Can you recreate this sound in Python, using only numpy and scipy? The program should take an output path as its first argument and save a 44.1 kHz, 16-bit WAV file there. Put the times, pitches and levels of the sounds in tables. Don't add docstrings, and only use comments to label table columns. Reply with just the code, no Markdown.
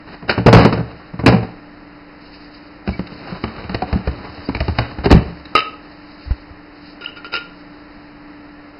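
import sys
import numpy as np
from scipy import signal
from scipy.fft import rfft, irfft, next_fast_len
from scipy.io import wavfile

SR = 44100
rng = np.random.default_rng(int(sys.argv[2]) if len(sys.argv) > 2 else 0)


def master_out(mix):
    frames = np.transpose(np.atleast_2d(mix))
    ceiling = np.clip(frames, -1, 1)
    pcm = np.round(ceiling * 32767).astype(np.int16)
    wavfile.write(sys.argv[1], SR, pcm)


N = 387947
NOW = np.arange(N) / SR
T = np.arange(int(0.7 * SR)) / SR


def amp(db):
    return 10 ** (np.asarray(db) / 20)


def unit(x):
    return x / np.sqrt(np.mean(x ** 2) + 1e-20)


def read(points, hz):
    f, value = np.transpose(points)
    return np.interp(np.log(hz + 1), np.log(f + 1), value)


def add(mix, s, sound):
    part = mix[round(s * SR):][:len(sound)]
    part += sound[:len(part)]


def noise(colour, size):
    n = next_fast_len(size)
    gain = amp(read(colour, np.fft.rfftfreq(n, 1 / SR)))
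    spectrum = rfft(rng.standard_normal(n)) * gain
    return unit(irfft(spectrum, n)[:size])


def wander(rate, size=N):
    knots = rng.standard_normal(4000)
    return unit(np.interp(NOW[:size] * rate, np.arange(len(knots)), knots))


def sine(turns):
    return np.sqrt(2) * np.sin(2 * np.pi * turns)


def mode(hz, t60):
    return np.sin(2 * np.pi * hz * T) * amp(-60 * T / t60)


def ring(modes):
    return sum(amp(db) * mode(hz, t60) for hz, db, t60 in modes)


def burst(colour, t60, peak_hz=1000, peak_db=0):
    hz = np.geomspace(30, 8000, num=200)
    lift = peak_db / (1 + (np.log(hz / peak_hz) / 0.09) ** 2)
    return noise(np.c_[hz, read(colour, hz) + lift], len(T)) * amp(-60 * T / t60)


def strokes(rows, attack, release):
    force = np.zeros(N)
    for s, length, db in rows:
        u = np.linspace(0, 1, round(length * SR))
        shape = np.minimum(np.minimum(u / attack, (1 - u) / release), 1)
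        add(force, s, amp(db) * shape)
    return force


def bounces(s, rebounds, gap_s, uneven=0.1553):
    count = round(abs(rebounds))
    gaps = gap_s * (1 + uneven * rng.uniform(-0.975, 1, count))
    return enumerate(s + np.r_[0, np.cumsum(gaps)])


def contact(rise=0.00079):
    return 1 - np.exp(-T / rise)


# frequency in Hz, level in dB rms before the flutter.
FAN_TONES = [(44, -62), (177.3, -55), (293.3, -44.5), (313.7, -52.5), (354.7, -76.5), (586.8, -60.5),
             (622, -78.5), (683, -64), (838, -60.5), (1006, -67), (1342, -59)]
# frequency in Hz, relative density in dB per Hz.
AIR_COLOUR = [(25, 7), (60, 2), (130, -1), (220, 1.5), (290, 0), (380, -2), (600, -4), (1050, -5.5),
              (1350, -6), (1600, -8), (1800, -4), (2300, -10.5), (3000, -15), (4500, -20.5)]
# frequency in Hz, relative density in dB per Hz.
HISS_COLOUR = [(2000, -42), (2800, -6.5), (4000, 7), (5400, 11)]


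def fan(waver=0.002495, flutter_db=1.5, air_db=-41.5, hiss_db=-50.5):
    turns_per_hz = np.cumsum(1 + waver * wander(6)) / SR
    tones = np.zeros(N)
    for hz, db in FAN_TONES:
        level = amp(db + flutter_db * wander(3.8))
        tones += level * sine(hz * turns_per_hz + rng.random())
    return tones + amp(air_db) * noise(AIR_COLOUR, N) + amp(hiss_db) * noise(HISS_COLOUR, N)


# band centre in Hz, t60 in seconds, level in dB.
KITCHEN_ECHO = [(70, 0.66, -18.5), (200, 0.39, -10), (600, 0.46, -11), (1500, 0.34, -10), (3020, 0.41, -11),
                (5000, .38, -14)]


def kitchen(x, build=0.013, taps_per_s=3000):
    taps = rfft(rng.standard_normal(len(T)) * (rng.random(len(T)) < taps_per_s / SR))
    hz = np.fft.rfftfreq(len(T), 1 / SR)
    centres = [row[0] for row in KITCHEN_ECHO]
    echo = np.zeros(len(T))
    for share, (_, t60, db) in zip(np.eye(len(KITCHEN_ECHO)), KITCHEN_ECHO):
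        fade = amp(-60 * T / t60) * (1 - np.exp(-T / build))
        band = irfft(taps * read(np.c_[centres, share], hz), len(T))
        echo += amp(db) * band * fade / np.linalg.norm(irfft(taps, len(T)) * fade)
    return x + signal.fftconvolve(x, echo)[:N]


# frequency in Hz, relative density in dB per Hz.
PLASTIC_COLOUR = [(40, -4.5), (90, 2.5), (200, 2.5), (500, -1), (1200, -4.5), (2400, -11), (4000, -13),
                  (5400, -18)]
# time in seconds, pitch in Hz, level in dB.
MIC_BUMPS = [(6.261, 58, -23), (6.277, 70.4, -16), (6.3085, 61, -0.5), (6.508, 75, -24)]


def handling(t60=0.07, rub_db=-27, rub_t60=0.09):
    out = np.zeros(N)
    for s, hz, db in MIC_BUMPS:
        rub = amp(rub_db) * burst(PLASTIC_COLOUR, rub_t60)
        add(out, s, amp(db) * (rub - mode(hz, t60)))
    return out


# start and length in seconds, level in dB.
SLEEVE_STROKES = [(0.05, 0.17, -48), (2.17, 0.62, -40), (2.38, 0.14, -46), (2.82, 0.76, -39.5),
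                  (4.15, 0.91, -40.5), (5.1, 0.95, -49), (5.88, 0.67, -42), (6.72, 0.28, -44.5),
                  (7.2, 0.98, -50.5)]
# frequency in Hz, relative density in dB per Hz.
CLOTH_COLOUR = [(300, -23), (1200, -16), (2500, -3.5), (3800, -1.5), (4600, 1.5), (5400, -0.5)]


def sleeve(grain_db=2.0, sway_db=3.5):
    force = strokes(SLEEVE_STROKES, attack=0.14, release=0.18)
    texture = amp(sway_db * wander(20) + grain_db * wander(60))
    return force * texture * noise(CLOTH_COLOUR, N)


# start and length in seconds, level in dB.
PLASTIC_SLIDES = [(0.065, 0.12, -32.5), (0.277, 0.086, -18), (0.54, 0.2, -15.5), (0.76, 0.47, -41.5),
                  (1.35, 0.26, -40), (2.86, 3.35, -36), (4.74, 0.22, -32), (5.034, 0.049, -22)]


def sliding(slip_db=2.5, grain_db=1.5, lead_s=0.014, swell_s=0.057, swell_db=-19):
    slides = strokes(PLASTIC_SLIDES, attack=0.14, release=0.76)
    swell_rows = [(s - lead_s, swell_s, db + swell_db) for s, db, *_ in TRAY_KNOCKS]
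    swells = strokes(swell_rows, attack=0.14, release=0.86)
    force = np.hypot(slides, swells)
    texture = amp(slip_db * wander(35) + grain_db * wander(300))
    return force * texture * noise(PLASTIC_COLOUR, N)


# start and length in seconds, pitch in Hz, level in dB.
FINGER_SQUEAKS = [(2.918, 0.046, 2250, -35), (4.444, 0.034, 4720, -38), (7.059, 0.0058, 2910, -14.5)]


def squeaks(jitter=0.021):
    out = np.zeros(N)
    for s, length, hz, db in FINGER_SQUEAKS:
        swell = np.hanning(round(length * SR))
        turns = np.cumsum(hz * (1 + jitter * wander(350)[:len(swell)])) / SR
        add(out, s, amp(db) * swell * sine(turns))
    return out


# frequency in Hz, level in dB, t60 in seconds.
CAN_MODES = [(392, -27, 0.058), (451, -20, 0.085), (1263, -4.5, 0.13), (1254, -29.5, 0.26),
             (2092, -16.5, 0.11), (2260, -19, 0.17), (2400, -27, 0.17), (2766, -17.5, 0.11),
             (2620, -33, 0.5), (3060, -38, 0.11), (3960, -25, 0.17), (4700, -22, 0.04)]


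def held_can(grip, grip_pitch=0.116, grip_damping=0.39):
    pitch = 1 + grip_pitch * grip
    damping = 1 + grip_damping * grip
    return [(hz * pitch, db, t60 / damping) for hz, db, t60 in CAN_MODES]


# start and length in seconds, level in dB.
STONE_DRAGS = [(7.008, 0.038, -33.5), (7.042, 0.0099, -28), (7.063, 0.056, -38), (7.155, 0.045, -36),
               (7.243, 0.046, -33), (7.318, 0.089, -26)]
# frequency in Hz, relative density in dB per Hz.
RIM_COLOUR = [(300, -49), (900, -12.5), (1350, -15), (1800, -9), (2150, -9.5), (2850, 2), (3800, -3.5),
              (4300, -28.5), (4900, -5.5), (5400, -18)]


def can_dragged(slip_db=4.0, ring_db=-3, scrape_db=-2, grind_db=-10):
    force = strokes(STONE_DRAGS, attack=0.084, release=0.45) * amp(slip_db * wander(250))
    body = ring(held_can(1.0))
    ringing = signal.fftconvolve(force * rng.standard_normal(N), body / np.linalg.norm(body))[:N]
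    scrape = noise(RIM_COLOUR, N)
    grind = noise([(200, -36.5), (350, -6), (420, -6.5), (560, -17), (1000, -33)], N)
    return force * (amp(scrape_db) * scrape + amp(grind_db) * grind) + amp(ring_db) * ringing


# frequency in Hz, relative density in dB per Hz.
CLACK_COLOUR = [(120, -12.5), (300, 5), (480, -0.5), (720, -1), (1000, -4.5), (1500, -10.5), (2200, -15),
                (5000, -44.5)]
# time in seconds, ring level in dB, scrape level in dB,
# grip from 0 to 1, rebounds (sign ignored, rounded to a whole number).
STONE_CLINKS = [(5.5523, 2.5, -7, 0, 1), (5.577, -7, -10.5, 0.12, 2.5), (7.044, -47, -24, 0.65, 0.5),
                (7.246, -22, -29.5, 0.94, -0.5), (7.327, -23.5, -27, 0.8, 0.5),
                (7.339, -14, -10.5, 0.78, 2)]


def can_on_stone(gap_s=0.013, ring_loss_db=9, scrape_loss_db=3, scrape_t60=0.048, tick_db=-12, tick_t60=0.027):
    out = np.zeros(N)
    for start, ring_db, scrape_db, grip, rebounds in STONE_CLINKS:
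        for k, s in bounces(start, rebounds, gap_s):
            body = ring(held_can(grip)) + amp(tick_db) * burst(CLACK_COLOUR, tick_t60)
            scrape = burst(RIM_COLOUR, scrape_t60)
            add(out, s, amp(ring_db - k * ring_loss_db) * body + amp(scrape_db - k * scrape_loss_db) * scrape)
    return out


# frequency in Hz, relative density in dB per Hz.
SNAP_COLOUR = [(800, -19), (1500, 0), (2000, -1), (2700, 0.5), (3900, -5), (4500, -5), (5300, -6)]
THUD_HZ, THUD_DAMPING = 160, 0.19


def blows(rows, modes, gap_s, loss_db, soften_db, focus_db, thud_t60, thud_db, panel_db,
          clack_t60, clack_db, spot_db, snap_t60, snap_db, rattle_db):
    out = np.zeros(N)
    onset = contact()
    rings = np.array([amp(db) * mode(f, t60) for f, db, t60 in modes])
    mode_hz = np.array(modes)[:, 0]
    for start, level, hardness, hz, clack_hz, rebounds in rows:
        reach = amp(panel_db - focus_db * abs(np.log2(mode_hz / hz)))
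        push_t60 = thud_t60 * (THUD_HZ / hz) ** THUD_DAMPING
        for k, s in bounces(start, rebounds, gap_s):
            hard = hardness - k * soften_db
            panels = (rng.choice([-1, 1], len(modes)) * reach) @ rings
            thud = panels - amp(thud_db) * mode(hz, push_t60)
            clack = amp(clack_db) * burst(CLACK_COLOUR, clack_t60, clack_hz, spot_db)
            snap = amp(snap_db) * burst(SNAP_COLOUR, snap_t60, clack_hz, spot_db)
            rattle = amp(rattle_db * wander(234, len(T)))
            blow = amp(-hard) * thud + rattle * (clack + amp(hard) * snap)
            add(out, s, amp(level - k * loss_db) * onset * blow)
    return out


def fumbling(count=12, from_s=3.0, to_s=5.05, level_db=-34.5, hardness_db=0.5,
             thud_hz=110, clack_hz=1100, pitch_spread=0.49):
    times = from_s + (to_s - from_s) * (np.arange(count) + rng.random(count)) / count
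    pitches = np.exp(pitch_spread * rng.standard_normal(count))
    return [(s, level_db, hardness_db, thud_hz * pitch, clack_hz * pitch, 0) for s, pitch in zip(times, pitches)]


# start in seconds, level in dB, hardness in dB,
# thud pitch in Hz, clack pitch in Hz, rebounds (rounded to a whole number).
TRAY_KNOCKS = [(2.875, -20.5, -0.5, 196, 500, 0), (2.889, -26.5, -3.5, 78.6, 530, 0),
               (2.992, -24.5, -2, 176.5, 503, 0), (3.07, -43.5, 16, 312, 3900, 0),
               (3.322, -31.5, -4, 177, 464, 0), (3.438, -17, 2, 220, 1150, 0), (3.64, -29, 0, 81, 980, 0),
               (3.694, -25.5, 2, 175, 1200, 0), (3.745, -18, 5, 103, 710, 0),
               (3.821, -20.5, -3.5, 743, 960, 0), (3.928, -17.5, -2, 70, 800, 0),
               (3.957, -27, -9, 191, 480, 0), (4.073, -19, -2, 68, 447, 0),
               (4.488, -20.5, -1.5, 272, 930, 0), (4.548, -20.5, 4.5, 73.4, 2300, 1),
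               (4.604, -16.5, 1, 66.6, 664, 0), (4.681, -16.5, -3, 82, 844, 0),
               (4.786, -13, 4, 120, 730, 0), (4.985, -29.5, -5, 69.6, 1430, 1),
               (5.057, -10, -1, 400, 416, 0), (5.105, -9, -1.5, 163, 416, 0),
               (5.113, -6.5, 5, 298.4, 964, 0), (5.125, -6, -1.5, 48.4, 563, 0),
               (5.148, -14.5, -8, 172, 470, 1), (5.454, -41.5, 15.5, 188, 3900, 0)]
# frequency in Hz, relative level in dB, t60 in seconds.
TRAY_BODY = [(68.3, -2, 0.28), (114.7, -5.5, 0.21), (174.2, -2, 0.12), (212.3, -4, 0.091),
             (283, -6.5, 0.11), (331, -5.5, 0.091), (397, -9.5, 0.067), (502, -11.5, 0.067),
             (714, -17.5, 0.031), (770, -17.5, 0.03)]


def tray_knocks():
    return blows(TRAY_KNOCKS + fumbling(), TRAY_BODY, gap_s=0.018, loss_db=5.5, soften_db=0, focus_db=2.0,
                 thud_t60=0.099, thud_db=7.5, panel_db=1.85, clack_t60=0.065, clack_db=2, spot_db=9.0,
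                 snap_t60=0.033, snap_db=3.1, rattle_db=1.5)


# start in seconds, level in dB,
# hardness in dB, thud pitch in Hz, clack pitch in Hz, rebounds (rounded to a whole number).
LATCH_AND_FALL = [(0.224, -32, -4.5, 122, 706, 0), (0.294, -13, 16, 270, 1510, 0),
                  (0.377, -14, -3.5, 181.5, 460, 0.5), (0.461, -1, -0.5, 275, 565, 1.46),
                  (0.528, 2, 2, 116, 500, 2), (0.566, -6, 1.5, 73.5, 530, 1),
                  (0.6, -14.5, -3.5, 238, 790, 1), (0.648, -4.5, 0.5, 202, 450, 0.47),
                  (0.726, -10.5, 2.5, 178, 430, 0.44), (0.775, -20.5, -2.5, 160, 474, 1),
                  (1.136, -33.5, -5.5, 176, 450, 0), (1.191, -21.5, 0, 79, 1200, 0.15),
                  (1.234, -26.5, -13, 277, 444, 0.015), (1.261, 0, 4.5, 176.1, 480, 0.89),
                  (1.322, -12, -2.5, 195.5, 520, 1.55), (1.428, -25, -1, 115, 480, 0.25)]
# frequency in Hz, relative level in dB, t60 in seconds.
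CABINET_PANELS = [(69.1, -9.5, 0.59), (116.4, 0, 0.25), (173.2, 1.5, 0.18), (236, -2, 0.11),
                  (279.3, -3, 0.2), (340, -14, 0.21), (384.7, -16.5, 0.25), (455, -7.5, 0.23),
                  (517, -15, 0.24), (615, -12, 0.15), (760, -15, 0.24), (857, -17, 0.38)]


def latch_and_can_drop():
    return blows(LATCH_AND_FALL, CABINET_PANELS, gap_s=0.0185, loss_db=4, soften_db=0.9, focus_db=3,
                 thud_t60=0.12, thud_db=3, panel_db=-0.5, clack_t60=0.1, clack_db=1, spot_db=5.5,
                 snap_t60=0.094, snap_db=-7, rattle_db=1.0)


def radiate(x, low_hz=38):
    return signal.sosfilt(signal.butter(2, low_hz, "high", fs=SR, output="sos"), x)


def scene():
    fridge = radiate(latch_and_can_drop() + tray_knocks())
    can = can_on_stone() + can_dragged()
    hand = squeaks() + sleeve() + sliding()
    return (kitchen(fridge + can + hand) + handling() + fan())[None]


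def record(dry, notch_hz=3390, notch_width_hz=260, low_hz=22, band_hz=5430, edge_hz=16500):
    n = next_fast_len(N + len(T))
    hz = np.fft.rfftfreq(n, 1 / SR)
    notch = (1 - np.exp(-((hz - notch_hz) / notch_width_hz) ** 2)) ** 3
    bass_cut = 1j * hz / (1j * hz + low_hz)
    treble_cut = 1 / (1 + (hz / band_hz) ** 70) ** 3
    x = irfft(rfft(dry, n) * notch * bass_cut * treble_cut, n)[:, :N]
    clipped = x / (1 + abs(x) ** 16) ** (1 / 16)
    lowpass = signal.firwin(255, edge_hz, window=("kaiser", 9), fs=SR)
    return signal.oaconvolve(clipped, lowpass[None], "same")


dry = scene()
out = record(dry)
master_out(out)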